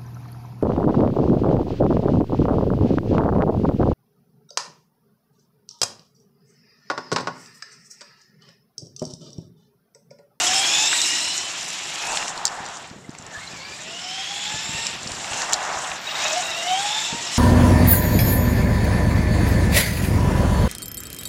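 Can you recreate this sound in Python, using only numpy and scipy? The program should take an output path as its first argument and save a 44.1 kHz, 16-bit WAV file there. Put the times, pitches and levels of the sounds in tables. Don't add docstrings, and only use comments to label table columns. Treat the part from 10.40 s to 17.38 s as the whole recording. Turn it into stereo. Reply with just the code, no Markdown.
import sys
import numpy as np
from scipy import signal
from scipy.fft import rfft, irfft, next_fast_len
from scipy.io import wavfile

SR = 44100
rng = np.random.default_rng(int(sys.argv[2]) if len(sys.argv) > 2 else 0)


def elevation(decibels):
    levels = np.asarray(decibels, float)
    return 10 ** (levels / 20)


def generate_wav(sig):
    pcm = np.round(np.clip(np.atleast_2d(sig).T, -1, 1) * 32767).astype(np.int16)
    wavfile.write(sys.argv[1], SR, pcm)


N = 307818


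def rms_one(x):
    return x / np.sqrt(np.mean(np.abs(x) ** 2) + 1e-20)


def in_time(rows):
    s, *columns = np.transpose(rows)
    return [np.interp(np.arange(N) / SR, s, c) for c in columns]


def at_hz(points, hz):
    f, v = np.transpose(points)
    return np.interp(np.log(hz + 1), np.log(f + 1), v)


def drift(rate_hz):
    r = np.exp(-16 * np.pi * rate_hz / SR)
    noise = rng.standard_normal(N // 8 + 4002)
    slow = signal.lfilter([1], [1, -2 * r, r * r], noise)[4000:]
    return np.interp(np.arange(N) / 8, np.arange(len(slow)), rms_one(slow))


def swell(s, length, fade):
    t = np.arange(N) / SR
    return np.clip(np.minimum(t - s, s + length - t) / fade, 0, 1)


def band_pass(x, order, band_hz):
    return signal.sosfilt(signal.butter(order, band_hz, "band", fs=SR, output="sos"), x)


def ring(x, hz, t60):
    r, w = elevation(-60 / (t60 * SR)), 2 * np.pi * hz / SR
    return signal.lfilter([0, np.sin(w)], [1, -2 * r * np.cos(w), r * r], x)


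def add(out, s, sound):
    i = round(s * SR)
    out[..., i:i + sound.shape[-1]] += sound[..., :N - i]


# pitch_hz, likeness (0 to 1)
LIKENESS = [(60, 0.23), (130, 0.39), (290, 0.83), (630, 0.95), (1390, 0.83), (3060, 0.78), (6710, 0.73),
            (14700, 0.01)]


def textured(spectrum, grain_db, patchy_db):
    size = next_fast_len(N)
    hz = np.arange(size // 2 + 1) * SR / size
    grains = elevation(grain_db * np.minimum(rng.exponential(1, N), 6) + grain_db * drift(133))
    mid, side = rfft(rng.standard_normal((2, N)) * grains, size)
    colour = elevation(at_hz(spectrum, hz)) * (hz < spectrum[-1][0])
    alike = np.clip(at_hz(LIKENESS, hz) - 0.043 * (hz < 420) + 0.057, 0, 1)
    pair = colour * (np.sqrt(1 + alike) * mid + np.sqrt(1 - alike) * side * [[1], [-1]])
    together = drift(13.3) + 0.16 * drift(37.0)
    centres = np.linspace(np.log(spectrum[0][0]), np.log(spectrum[-1][0]), 6)
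    out = 0
    for c in centres:
        band = np.clip(1 - abs(np.log(hz + 1) - c) / (centres[1] - centres[0]), 0, 1)
        patches = elevation(patchy_db * (0.5 * together + drift(14)))
        out = out + irfft(pair * band, size)[:, :N] * patches
    return rms_one(out)


def hum(band_hz, db):
    mid, side = band_pass(rng.standard_normal((2, N)), 2, band_hz)
    return elevation(db) * rms_one(mid + 0.062 * side * [[1], [-1]])


def far_traffic():
    return hum([135, 200], -53)


# time_s, level_db
WIND = [(0.0, -43.5), (0.8, -53.5), (2.0, -52), (2.51, -48), (3.5, -47.5), (4.0, -51.5), (4.14, -41),
        (4.24, -48), (4.31, -39.5), (4.61, -45.5), (4.67, -38.5), (4.88, -47), (4.92, -41), (5.03, -47.5),
        (6.69, -50.5), (6.73, -39), (6.86, -47), (6.98, -44)]
# pitch_hz, level_db (per Hz)
BREEZE = [(20, -42), (40, -20), (70, -4), (140, -2), (200, -4), (330, -5), (480, -7), (750, -9)]
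# start_s, peak_db, pitch_hz, left_over_right_db
BUMPS = [(2.201, -14, 180, 2), (2.51, -16, 170, -18), (2.56, -19, 200, -19), (2.795, -21, 170, -17),
         (2.884, -22, 188, -15), (5.36, -22, 90, 7), (5.5, -24, 80, -2), (2.69, -11, 233, -24),
         (2.97, -31, 95.7, -39), (3.132, -18, 189, -17), (4.139, -16.5, 114, -20), (4.29, -19, 175.8, 27),
         (4.344, -13.5, 131.7, -23), (4.658, -14.5, 158, -25), (4.709, -22, 78.1, 13),
         (4.906, -23.5, 82, 19), (6.725, -14.5, 164, 27), (6.745, -13.5, 222, 21)]


def wind():
    out = elevation(in_time(WIND)[0] + 1.0) * textured(BREEZE, grain_db=-1.5, patchy_db=2.5)
    for s, db, hz, pan_db in BUMPS:
        t = np.arange(round(1.73 / hz * SR)) / SR
        bump = np.sin(np.pi * t / t[-1]) ** 2 * np.cos(2 * np.pi * hz * (t - t[-1] / 2))
        sides_db = pan_db / 2 * np.array([[1], [-1]])
        add(out, s, elevation(db - 15.5 + sides_db) * bump)
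    return out


def tyre_rumble(near_db):
    return hum([269, 373], near_db - 22.5)


# pitch_hz, level_db (per Hz)
SCRUB = [(350, -9.5), (520, -7), (700, 4), (900, 1), (1150, -3), (1420, -3), (1800, -0.5), (2400, -12.5),
         (3500, -37)]


def tyre_scrub(level_db):
    return elevation(level_db - 3.5) * textured(SCRUB, grain_db=1.0, patchy_db=1.26)


def tread_chatter(level_db):
    slips_per_s = 1100 * elevation(3 * drift(30))
    slips = (rng.random(N) < slips_per_s / SR) * rng.standard_normal(N)
    return elevation(level_db - 9) * rms_one(band_pass(slips + 1e-18, 3, [740, 1500]))


# start_s, peak_db, pitch_hz
GRIT = [(0.5286, -11.5, 1440), (0.529, -19, 3300), (0.616, -9, 6000), (0.9783, -11.5, 7100),
        (1.262, -24, 6000), (1.303, -19, 6500), (1.455, -30, 4500), (1.5, -30, 7000), (1.5567, -21, 3960),
        (1.654, -31, 1810), (1.728, -23, 5630), (1.7717, -14, 2960), (1.826, -22, 1800),
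        (1.771, -16.5, 6500), (1.879, -22, 2100), (1.881, -18, 6640), (1.9764, -21, 4530),
        (2.053, -2.5, 7100), (2.0612, -17, 5300), (2.069, -13, 5530), (2.078, -17, 5200),
        (2.254, -31, 5500), (2.262, -28, 6200), (2.287, -28, 6500), (2.37, -29, 6000), (2.4426, -32, 2520),
        (2.499, -35, 5050), (2.694, -35.5, 4800), (2.7054, -35, 7240), (2.714, -41, 7200),
        (2.75, -31, 1530), (2.7502, -37, 5160), (2.783, -34, 6000), (2.786, -25, 7650), (2.812, -38, 6450),
        (2.8238, -31, 6540), (2.8649, -28.5, 7000), (2.875, -38, 6500), (4.467, -12, 6040),
        (4.631, -23, 6330), (4.672, -23, 5070), (4.675, -24, 5070), (4.718, -21, 6840), (4.844, -22, 2950),
        (4.895, -31, 2690), (4.933, -18.5, 2680), (5.017, -22, 2720), (5.019, -18, 5500),
        (5.124, -13, 6940), (5.1323, -5, 7160), (5.129, -16, 2980), (5.1395, -12, 5000), (5.293, -30, 1760),
        (5.516, -20, 1510), (5.564, -31, 2020)]


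def grit():
    out, t = np.zeros(N), np.arange(1536) / SR
    shell_hz = [3900, 8300]
    dull = signal.butter(6, 8700, fs=SR, output="sos")
    decay = (elevation(-60 * t / 0.007) + 0.14 * elevation(-60 * t / 0.05)) * np.minimum(t / 0.0004, 1)
    for (s, db, hz), noise in zip(GRIT, rng.standard_normal((len(GRIT), len(t)))):
        bright = min(hz / 5000, 1) ** 2
        crack = noise * decay
        knock = band_pass(crack, 2, [hz / (1.8 - .62 * bright), hz * (1.5 - .25 * bright)])
        rattle = rms_one(band_pass(crack, 3, shell_hz))
        body = signal.sosfilt(dull, rms_one(knock) + 0.45 * bright * rattle)
        body += bright * rms_one(band_pass(ring(crack, 7140, 0.0077), 3, shell_hz))
        snap = rms_one(np.diff(noise, prepend=0) * elevation(-60 * t / 0.003))
        body += 0.12 * bright * elevation(db + 13) * snap
        add(out, s, elevation(db + 4.5) * body / abs(body).max())
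    return out


# pitch_hz, level_db (per Hz)
SHELL = [(3800, -15), (4800, -14.5), (6200, -7), (7100, -2), (8100, -7.5), (8800, -15), (10500, -21.5),
         (12500, -29.5), (14400, -37)]


def shell_rattle(near_db):
    return elevation(near_db + 1.0) * textured(SHELL, grain_db=1.5, patchy_db=2.5)


# pitch_hz, width_hz
CHASSIS_MODES = [(2760, 190), (3780, 90), (5300, 400), (7250, 520), (3390, 130), (3560, 200), (2570, 90),
                 (900, 260)]
MODE_DB = [-14.5, -36, -16, -14.5, -32, -32, -34, -30]
# start_s, length_s, rise_db
FLARES = [
    [(.6, 0.37, 2.5), (1.72, 0.15, 10.5), (4.3, 0.23, 11), (4.83, 0.28, 8), (5.85, 0.43, -12)],
    [(0.9, 0.3, 17), (5.64, .36, 27), (5.96, 0.56, 26), (0, .25, 18)],
    [(.05, 0.48, 8.5), (.6, 0.44, 10), (3.45, 1.05, 8), (3.58, 0.25, 6), (4.17, .15, 4), (6.84, 0.18, 11),
     (6.4, .35, 7)],
    [(.6, 0.36, 7), (1.25, 0.74, 5.5), (3.9, .65, 14), (3.4, .4, 12), (4.7, 0.19, 10), (6.4, .5, 5)],
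    [(3.74, .36, 29), (.22, .2, 18)],
    [(6.47, .29, 30), (4.12, .42, 22)],
    [(1.53, .22, 26), (2.25, .15, 22)],
    [(4.88, .6, 23), (5.1, .3, 4), (1.6, .4, 24), (1.95, .4, 31), (5.8, .12, 18)],
]


def chassis(near_db):
    out = 0
    for (hz, width), db, flares in zip(CHASSIS_MODES, MODE_DB, FLARES):
        knocks = rng.standard_normal(N) * elevation(2.5 * drift(25))
        t60 = np.log(1000) / (np.pi * width)
        flare_db = sum(rise_db * swell(s, length, 0.044) for s, length, rise_db in flares)
        ringing = ring(ring(knocks, hz, t60), hz, t60 / 2)
        out = out + elevation(near_db + db + flare_db) * rms_one(ringing)
    return out


# start_s, length_s, start_hz, end_hz, level_db
SERVO = [
    (-.1, .83, 11920, 11770, -47),
    (2.9, .9, 12050, 12230, -67),
    (3.75, .75, 12230, 12310, -61),
    (5.57, .4, 12100, 12030, -52),
    (5.92, .78, 12030, 11870, -53),
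]


def speed_controller():
    t, level = np.arange(N) / SR, 0
    s, length, start_hz, end_hz, db = np.transpose(SERVO)
    times = np.ravel([s, s + length - .06], "F")
    hz = 6 * drift(20) + np.interp(t, times, np.ravel([start_hz, end_hz], "F"))
    for row in SERVO:
        level = np.maximum(level, swell(row[0], row[1], 0.05) * elevation(row[-1]))
    return level * elevation(3 * drift(16)) * np.sin(2 * np.pi * np.cumsum(hz) / SR)


# pitch_hz, level_db (per Hz)
GEARBOX = [(1200, -9), (2000, 0.5), (2600, 3.5), (3800, 2.5), (4600, -2), (6000, -7)]


def gearbox_noise(level_db):
    return elevation(level_db - 3.0) * textured(GEARBOX, grain_db=1.2, patchy_db=1.3)


# start_s, peak_db, pitch_hz
SQUEAKS = [(0.066, -1, 3290), (0.08, -8, 2920), (0.262, -14, 2050), (0.53, -6, 3660), (0.584, -2, 3680),
           (0.596, -1, 3630), (2.642, -23, 2060), (2.99, -22, 3930), (3.07, -13, 4080), (5.667, -6.5, 3820),
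           (5.672, -11, 2600), (5.686, -7, 2810), (5.709, -7.5, 3750), (5.748, -6, 3760),
           (5.837, -13, 3770), (5.857, -15, 3800), (5.937, -15, 3800), (6.03, -8.5, 3850),
           (6.05, -11, 3820), (6.109, -6, 3820), (6.13, -12, 3800), (6.149, -12, 3770), (6.276, -9, 3660),
           (6.314, -9, 3690)]


def squeaks():
    out, t = np.zeros(N), np.arange(round(0.015 * SR)) / SR
    for s, db, hz in SQUEAKS:
        add(out, s, elevation(db - 18.0) * np.sin(np.pi * t / t[-1]) ** 1.2 * np.sin(2 * np.pi * hz * t))
    return out


# time_s, gear_whine_db, rotor_hum_db (against the gear whine)
DEPARTURE = [(0.0, -20.5, -11), (0.07, -28, -4), (0.15, -23, 0), (0.26, -20, -12.5), (0.35, -15.5, -14),
             (0.445, -19, -6), (0.49, -19, -22), (0.54, -18.5, -5), (0.585, -27, -9), (0.64, -20.5, -16),
             (0.69, -35, -2), (0.77, -29, -6), (0.88, -27.5, -11), (1.0, -35, -1), (1.08, -47, 3)]
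RETURN = [(2.855, -47, -12), (2.88, -46, -12), (2.91, -42, -12), (2.93, -45, -12), (2.955, -35, -15),
          (2.995, -32.5, -17), (3.024, -37.5, -8), (3.09, -42, -2), (3.119, -36.5, -2), (3.17, -44, 1),
          (3.21, -39.5, 6), (3.27, -39.5, -13), (3.35, -37.5, -6), (3.38, -48, -3), (3.411, -42.5, -2),
          (3.57, -34.5, -8.5), (3.72, -31, -5), (3.81, -29, -4.5), (4.04, -27.5, -9.5), (4.12, -36, 1),
          (4.29, -33, -3), (4.45, -33, 1), (4.55, -47, 9)]
CROSSING = [(5.73, -46, 2), (5.765, -37, -6), (5.805, -36, -6), (5.825, -31, -8), (5.865, -27, -9),
            (5.905, -29, -5), (5.94, -25, -2), (5.965, -32, 7), (6.01, -33, 8), (6.04, -31, -6),
            (6.1, -27, -10), (6.135, -30, -10), (6.17, -27, -3), (6.225, -27, 0), (6.25, -35, 8),
            (6.29, -27, 7), (6.36, -25, 6), (6.43, -26, 3), (6.55, -25, -1), (6.65, -30, 3), (6.74, -36, 8),
            (6.8, -42, 12), (6.85, -44, -2), (6.98, -41, -4)]
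# time_s, speed_turns_per_s
SPEED = [(0, 690), (.07, 722), (.15, 765), (.26, 800), (.34, 835), (.45, 872), (.5, 915), (.56, 955),
         (.63, 945), (.77, 962), (.9, 985), (1.08, 1010), (2.855, 440), (2.91, 440), (2.955, 410),
         (2.995, 425), (3.024, 515), (3.085, 535), (3.125, 600), (3.21, 522), (3.27, 565), (3.35, 583),
         (3.41, 605), (3.6, 716), (3.8, 772), (4.05, 832), (4.15, 860), (4.3, 900), (4.4, 916), (4.55, 925),
         (5.73, 420), (5.765, 495), (5.805, 515), (5.825, 595), (5.865, 630), (5.905, 608), (5.94, 630),
         (5.965, 722), (6.01, 715), (6.04, 655), (6.1, 672), (6.135, 635), (6.17, 672), (6.225, 680),
         (6.29, 728), (6.35, 760), (6.43, 810), (6.55, 855), (6.72, 918), (6.85, 955), (6.98, 990)]
TEETH_RATIO = 4.15
# multiple_of_rotor_speed, rough_share (0 to 1), smear_hz
ORDER_GRAIN = [(1, .33, 18), (2, .55, 30), (3, .55, 36), (TEETH_RATIO, .4, 100),
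               (2 * TEETH_RATIO, .85, 240), (3 * TEETH_RATIO, .95, 400)]
# pitch_hz, level_db
CAN = [(450, -28), (640, -3), (750, -3.5), (970, -12.5), (1500, -18.5), (1900, -9.5), (2200, -13),
       (2550, -11.5), (2950, -2)]
# pitch_hz, level_db
GEAR = [(1800, -2.5), (2700, -4), (3450, -7), (3800, -9), (4400, 3), (5800, -21), (7300, -3), (8500, -1.5)]
# time_s, second_db, third_db
OVERTONES = [(0, -35, -47), (.15, -46, -40), (.3, -35, -34), (.43, -39, -27.5), (.5, -39, -38),
             (.56, -39, -34), (.6, -40, -43), (.66, -37, -34), (.8, -43, -33), (1.05, -49, -39),
             (2.9, -57, -54), (3.6, -54, -51), (3.9, -50, -63), (4.1, -45, -42), (4.22, -44, -40),
             (4.28, -52, -50), (4.39, -41, -35), (4.55, -54, -54), (5.75, -50, -50), (6.2, -58, -41),
             (6.31, -48, -32.5), (6.4, -41.5, -47), (6.7, -47, -43), (6.8, -43, -46), (6.9, -43, -43),
             (6.98, -33, -42)]


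def motor():
    rows = []
    for b in (DEPARTURE, RETURN, CROSSING):
        rows += [(b[0][0] - .03, -90, 0), *b, (b[-1][0] + .03, -90, 0)]
    speed, = in_time(SPEED)
    mesh_db, rotor_db = in_time(rows)
    overtone_db = in_time(OVERTONES)
    cogging = np.clip((730 - speed) / 200, 0, 1)
    turns = np.cumsum(speed * (1 + .003 * drift(15) + cogging * .006 * drift(25))) / SR
    blur = np.clip(np.minimum(speed - 755, 960 + 50 - speed) / 50, 0, 1)
    stumble = elevation(cogging * 3.5 * drift(30))
    runout = stumble * np.exp((.35j + .45j * blur) * np.sin(2 * np.pi * .19 * turns))
    out = 0
    for multiple, rough, smear_hz in ORDER_GRAIN:
        gear = multiple >= TEETH_RATIO
        hz = multiple * speed
        if multiple in (2, 3):
            db = overtone_db[multiple - 2] + np.minimum(mesh_db + 50, 0)
            db = db + 1.5 * drift(6.0)
        else:
            db = at_hz(GEAR, hz) if gear else at_hz(CAN, hz) + rotor_db
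            db = db + mesh_db + 1.5 * drift(3.0) - 27 * (multiple == 3 * TEETH_RATIO)
        db = db - 8 * cogging * (multiple > TEETH_RATIO)
        rough = rough + gear * (.6 - rough) * blur * (rough < .6)
        smear = drift(smear_hz) + 1j * drift(smear_hz)
        wobble = np.sqrt(1 - rough) + np.sqrt(rough / 2) * smear
        wobble = wobble * runout if gear else wobble
        out = out + elevation(db) * np.sqrt(2) * np.imag(wobble * np.exp(2j * np.pi * multiple * turns))
    return out


# time_s, nearness_db (as shell rattle), tyre_slip_db, gear_load_db
ROLL = [(0.0, -21, -4.5, 0), (0.65, -22.5, -12, 0), (1.05, -30.5, -5, 1), (1.5, -32, -4.5, 2.5),
        (1.62, -32.5, 2, 4.5), (1.75, -27.5, 0, -2), (1.9, -35, 5, 1.5), (2.05, -41, 9.5, 2),
        (2.22, -42, 10.5, 4), (2.4, -44, 7, 5.5), (2.62, -55.5, 7.5, 2.5), (2.98, -42.5, 3.5, 2),
        (3.36, -41, -1, 4), (3.8, -38, -2, 8.5), (4.46, -34.5, -1.5, 7), (4.62, -36, -2.5, 3),
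        (5.0, -31, 3.5, 0), (5.32, -34, 10, 2), (5.5, -32.5, 3, -1.5), (5.6, -41, 8, 7.5),
        (5.85, -27.5, 2, 4.5), (6.1, -30.5, 0, 0.5), (6.5, -29.5, -2, 5), (6.8, -31, -4.5, 1.5),
        (6.98, -26.5, -7.5, 0.5)]


def scene():
    near_db, slip_db, load_db = in_time(ROLL)
    background = wind() + far_traffic()
    rolling = tyre_scrub(near_db + slip_db) + tyre_rumble(near_db)
    rolling += gearbox_noise(near_db + load_db) + shell_rattle(near_db)
    works = tread_chatter(near_db + slip_db) + grit() + chassis(near_db)
    works += speed_controller() + squeaks() + motor()
    return background + rolling + elevation(1.05) * works


# pitch_hz, loss_db
RIGHT_LOSS = [(60, 2.5), (400, 4), (2400, 3), (4300, 2.5), (5800, -1), (6800, 11.5), (8000, 16),
              (14000, 36)]
# pitch_hz, lag_radians
RIGHT_LAG = [(0, 0), (4570, -.4), (5680, -.1), (6720, 1.1), (7490, -.1), (8610, -1), (12100, -2.2)]


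def right_shade(hz):
    return elevation(-at_hz(RIGHT_LOSS, hz)) * np.exp(-1j * np.interp(hz, *np.transpose(RIGHT_LAG)))


def roll_off(x):
    return signal.sosfilt(signal.butter(12, 15330, fs=SR, output="sos"), x)


def record(dry):
    size = next_fast_len(N)
    hz = np.arange(size // 2 + 1) * SR / size
    top = elevation(-22 / (1 + np.exp((14280 - hz) / 40)))
    hiss = elevation(-71) * rms_one(band_pass(rng.standard_normal((2, N)), 2, [9500, 14400]))
    pair = irfft(rfft(dry + hiss, size) * [top, top * right_shade(hz)], size)[:, :N]
    return roll_off(np.clip(pair, -1, 1))


dry = scene()
out = record(dry)
generate_wav(out)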